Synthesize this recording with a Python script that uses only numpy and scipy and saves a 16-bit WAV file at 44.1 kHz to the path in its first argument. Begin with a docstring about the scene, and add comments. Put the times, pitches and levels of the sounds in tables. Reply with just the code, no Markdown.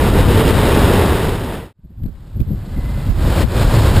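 """Windy rocky coast: a blowhole heard from two spots, joined by a fade through silence.
A surge of turbulent air and spray roars out of the shaft. In the lull, air whistles faintly
through a crack in the rock as the next surge builds. Wind rumbles, thumps and crackles on the
microphone, and the balance lurches sideways in hard gusts. A slow converter adds mirrored treble."""
import sys
import numpy as np
from scipy import signal
from scipy.fft import rfft, irfft
from scipy.io import wavfile
from scipy.ndimage import uniform_filter1d

SR = 44100
rng = np.random.default_rng(int(sys.argv[2]) if len(sys.argv) > 2 else 0)


def generate_wav(sig):
    """Save sig (samples, or channels by samples) to the path in sys.argv[1] as 16-bit PCM at SR."""
    pcm = np.round(np.clip(np.atleast_2d(sig).T, -1, 1) * 32767).astype(np.int16)
    wavfile.write(sys.argv[1], SR, pcm)


N = 176400
T, HZ = np.arange(N) / SR, np.fft.rfftfreq(N, 1 / SR)
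SPOT_CHANGE_S = 1.731


def amp(db):
    """Decibels to gain."""
    return 10 ** (np.asarray(db) / 20)


def unit(x):
    """Scale to rms 1."""
    return x / np.sqrt(np.mean(x ** 2) + 1e-20)


def envelope(points):
    """Gain over time from rows of time_s, gain_db."""
    return amp(np.interp(T, *np.transpose(points)))


def tint(x, spectrum, low_cut_hz=16):
    """Shape unit white noise to rows of freq_hz, density_db, with a low cut."""
    freq_hz, density_db = np.transpose(spectrum)
    gain = amp(np.interp(np.log(HZ + 1), np.log(freq_hz), density_db))
    low_cut = HZ ** 2 / (HZ ** 2 + low_cut_hz ** 2)
    return irfft(rfft(x) * gain * low_cut, N) * np.sqrt(SR / 2)


def wander(rate_hz):
    """Random motion of rms 1, low-passed at rate_hz."""
    return unit(irfft(rfft(rng.standard_normal(N)) / np.sqrt(1 + (HZ / rate_hz) ** 6), N))


def rumble(spectrum, evenness, window_s, side_db=-31):
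    """Turbulence at two close microphone ports; evenness (0 to 1) flattens its chance swells."""
    mid, side = rng.standard_normal((2, N))
    pressure = tint(mid + amp(side_db) * np.array([side, -side]), spectrum)
    power = uniform_filter1d((unit(pressure) ** 2).mean(0), int(window_s * SR))
    return pressure / (power + 1e-9) ** (evenness / 2)


def wind():
    """Wind on the microphone: continuous rumble plus short, brighter buffets."""
    # Rumble loudness: time_s, gain_db
    loudness = [(0, -2.5), (.2, 1.5), (.45, 0), (.68, -3), (.95, -3.5), (1.3, -3), (1.63, -4.5),
                (1.74, -23.5), (1.94, -14), (2.02, -2.5), (2.14, -15), (2.3, -17), (2.42, -16), (2.54, -8),
                (2.66, -13), (2.85, -5.5), (3.02, -6), (3.25, -3.5), (3.44, 1), (3.46, -8), (3.53, -4.5),
                (3.62, 1.5), (4, 1.5)]
    # Single buffets: centre_s, sigma_s, gain_db
    buffets = [(1.795, .005, -8), (1.853, 0.0093, -0.5), (1.913, 0.0088, -5), (2.0, 0.011, -6.5),
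               (2.036, 0.0075, 6.5), (2.061, 0.0048, 9), (2.088, 0.0095, -1), (2.367, 0.011, 0.5),
               (2.413, .011, 5.5), (2.473, 0.012, -5.5), (2.524, .022, -1), (2.784, 0.015, 1),
               (3.097, .02, 3.5), (3.27, 0.041, 1.5), (3.439, .01, 5.5)]
    # Rumble and buffet spectra: freq_hz, density_db
    rumble_spectrum = [(8, -45.5), (28, -30.5), (55, -31.5), (100, -33.5), (150, -41.5), (220, -47),
                       (320, -58), (450, -78.5), (800, -73), (2000, -120)]
    buffet_spectrum = [(10, -45), (45, -32.5), (110, -35), (190, -44), (300, -55), (420, -64), (600, -73),
                       (1000, -92), (3000, -120)]
    pulses = sum(amp(gain_db) * np.exp(-((T - centre_s) / sigma_s) ** 2 / 2)
                 for centre_s, sigma_s, gain_db in buffets)
    bed = rumble(rumble_spectrum, evenness=0.38, window_s=0.017) * envelope(loudness)
    thumps = rumble(buffet_spectrum, evenness=1.0, window_s=0.0258) * pulses
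    return bed + thumps


def crackles(half_width_s=0.0015, cutoff_hz=2500):
    """Tiny dull snaps of the microphone under the hardest buffets."""
    # Snaps: centre_s, level_db
    snaps = [(2.036, -37), (2.043, -42), (2.063, -38), (2.092, -49), (2.405, -36.5), (2.412, -41)]
    pulses = sum(amp(level_db) * np.exp(-((T - centre_s) / half_width_s) ** 2)
                 for centre_s, level_db in snaps)
    dull_noise = irfft(rfft(rng.standard_normal(N)) / (1 + 1j * HZ / cutoff_hz), N)
    return pulses * unit(dull_noise)


def whistle(centre_s=2.91, half_width_s=0.2, pitch_hz=2040, level_db=-49):
    """Air squeezing through a crack in the rock, pitch and level wavering."""
    waver_rate_hz, waver_depth_hz, waver_db = 58.8, 28, 3.5
    freq_hz = pitch_hz + waver_depth_hz * wander(waver_rate_hz)
    tone = np.sin(2 * np.pi * np.cumsum(freq_hz) / SR)
    tone = unit(tone * amp(waver_db * wander(waver_rate_hz)))
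    return amp(level_db) * tone * np.exp(-((T - centre_s) / half_width_s) ** 4)


def surge(loudness, spectrum):
    """Rushing air with eddies in each octave, plus spray drops, all fluttering together."""
    eddy_db, flutter_db = 0.5, 0.82
    drops_per_s, spray_db, drop_spread_db = 1500, -19, 1.5
    air = rfft(rng.standard_normal(N))
    octave = np.log2(np.clip(HZ, 125, 8000) / 125)
    bands = (irfft(air * np.maximum(1 - abs(octave - k), 0), N) for k in range(7))
    eddies = sum(band * amp(eddy_db * wander(rate_hz=35)) for band in bands)
    drop_sizes = amp(drop_spread_db * np.minimum(rng.exponential(1, N), 5))
    polarity = rng.choice([-1, 1], N)
    hits = rng.random(N) < drops_per_s / SR
    spray = np.diff(drop_sizes * polarity * hits, prepend=0)
    flutter = amp(flutter_db * wander(rate_hz=140))
    jet = (unit(eddies) + amp(spray_db) * unit(spray)) * flutter
    return tint(unit(jet), spectrum) * envelope(loudness)


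def blowhole():
    """Air and spray roaring out of the shaft, one surge at each spot."""
    # Surge loudness, ducked briefly by the recorder's limiter when gusts hit: time_s, gain_db
    first_loudness = [(0, -2), (.07, -1), (.12, -4.5), (.2, 1), (.245, -4.5), (.32, 0), (.4, 1), (.44, -1),
                      (.5, 2), (.535, -2), (.62, 1), (.95, 1), (1.2, -0.5), (1.36, -1), (1.375, -3.5),
                      (1.55, 0.5), (1.73, -5.5)]
    second_loudness = [(1.73, -31), (2.2, -26), (2.45, -27), (2.6, -23), (2.72, -19.5), (3.04, -13.5),
                       (3.1, -14.5), (3.135, -17), (3.23, -6), (3.32, -3), (3.425, 2), (3.46, -15),
                       (3.5, -8.5), (3.56, -1.5), (3.62, 2), (3.67, -3.5), (3.75, 2), (3.82, -0.5),
                       (3.87, 2), (3.92, -2), (3.97, 3.5), (4, -2)]
    # Surge spectra: freq_hz, density_db
    first_spectrum = [(20, -66.5), (70, -39.5), (93, -35.5), (125, -41.5), (175, -41), (250, -41),
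                      (340, -42.5), (440, -41), (600, -48), (800, -51), (880, -50), (918, -47),
                      (970, -51.5), (1500, -56), (1930, -57.5), (2130, -61), (3000, -61.5), (3850, -63),
                      (4300, -69.5), (5200, -70)]
    second_spectrum = [(20, -46), (70, -49), (105, -31.5), (165, -49), (240, -46), (350, -45.5),
                       (440, -50.5), (560, -48), (720, -55), (950, -54), (1330, -58.5), (1530, -58),
                       (2200, -65), (2800, -65), (4000, -66), (5200, -70.5)]
    first = surge(first_loudness, first_spectrum)
    second = surge(second_loudness, second_spectrum)
    return np.where(T < SPOT_CHANGE_S, first, second)


def lurch(x, attack_s=0.0039, release_s=0.015):
    """Balance tips to one side in hard gusts: quick in, slower back."""
    # Lurches: start_s, hold_s, left_minus_right_db
    lurches = [(0.217, 0.075, 3), (0.41, 0.089, -2), (.505, 0.061, 4.5), (1.032, .03, 1),
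               (2.033, 0.027, 6.5), (2.07, 0.056, -10), (2.133, 0.042, 8), (2.396, .002, 11),
               (2.406, 0.041, -12), (2.465, .075, 3.5), (3.093, 0.015, -14), (3.118, 0.066, -4),
               (3.382, 0.041, 2), (3.433, 0.017, 16), (3.66, 0.039, 1.2)]
    balance_db = np.zeros(N)
    for start_s, hold_s, lean_db in lurches:
        corners_s = np.cumsum([start_s, attack_s, hold_s, release_s])
        balance_db += np.interp(T, corners_s, [0, lean_db, lean_db, 0])
    left = 2 / (1 + amp(-balance_db))
    return x * np.array([left, 2 - left])


def sample_and_hold(x, hold_hz=12000, output_hz=48000, cutoff_hz=5390, order=17.8):
    """A slow converter holds each sample: the top treble mirrors the band below."""
    band = rfft(x) / np.sqrt(1 + (HZ / cutoff_hz) ** (2 * order))
    held = irfft(band, N)
    base_hz = np.minimum(HZ, hold_hz / 2)
    for shift_hz in (-hold_hz, hold_hz):
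        gain = np.sin(np.pi * base_hz / output_hz) / np.sin(np.pi * (base_hz + shift_hz) / output_hz)
        analytic = signal.hilbert(irfft(band * gain, N))
        held += (analytic * np.exp(2j * np.pi * shift_hz * T)).real
    return held


def scene():
    """Blowhole and whistle under the wind, in stereo."""
    return blowhole() + whistle() + wind() + crackles()


def record(dry):
    """Lurching balance, fade between spots, soft overload, slow converter, band limit."""
    fade_out_s, fade_in_s = 0.72, 0.92
    knee, ceiling, cutoff_hz = 0.7, 0.95, 15360
    fade = np.maximum((SPOT_CHANGE_S - T) / fade_out_s, (T - SPOT_CHANGE_S) / fade_in_s)
    x = lurch(dry) * np.minimum(fade, 1)
    linear = np.clip(x, -knee, knee)
    x = linear + (ceiling - knee) * np.tanh((x - linear) / (ceiling - knee))
    lowpass = signal.firwin(1201, cutoff_hz, window=("kaiser", 9), fs=SR)
    return signal.oaconvolve(sample_and_hold(x), lowpass[None], "same")


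dry = scene()
out = record(dry)
generate_wav(out)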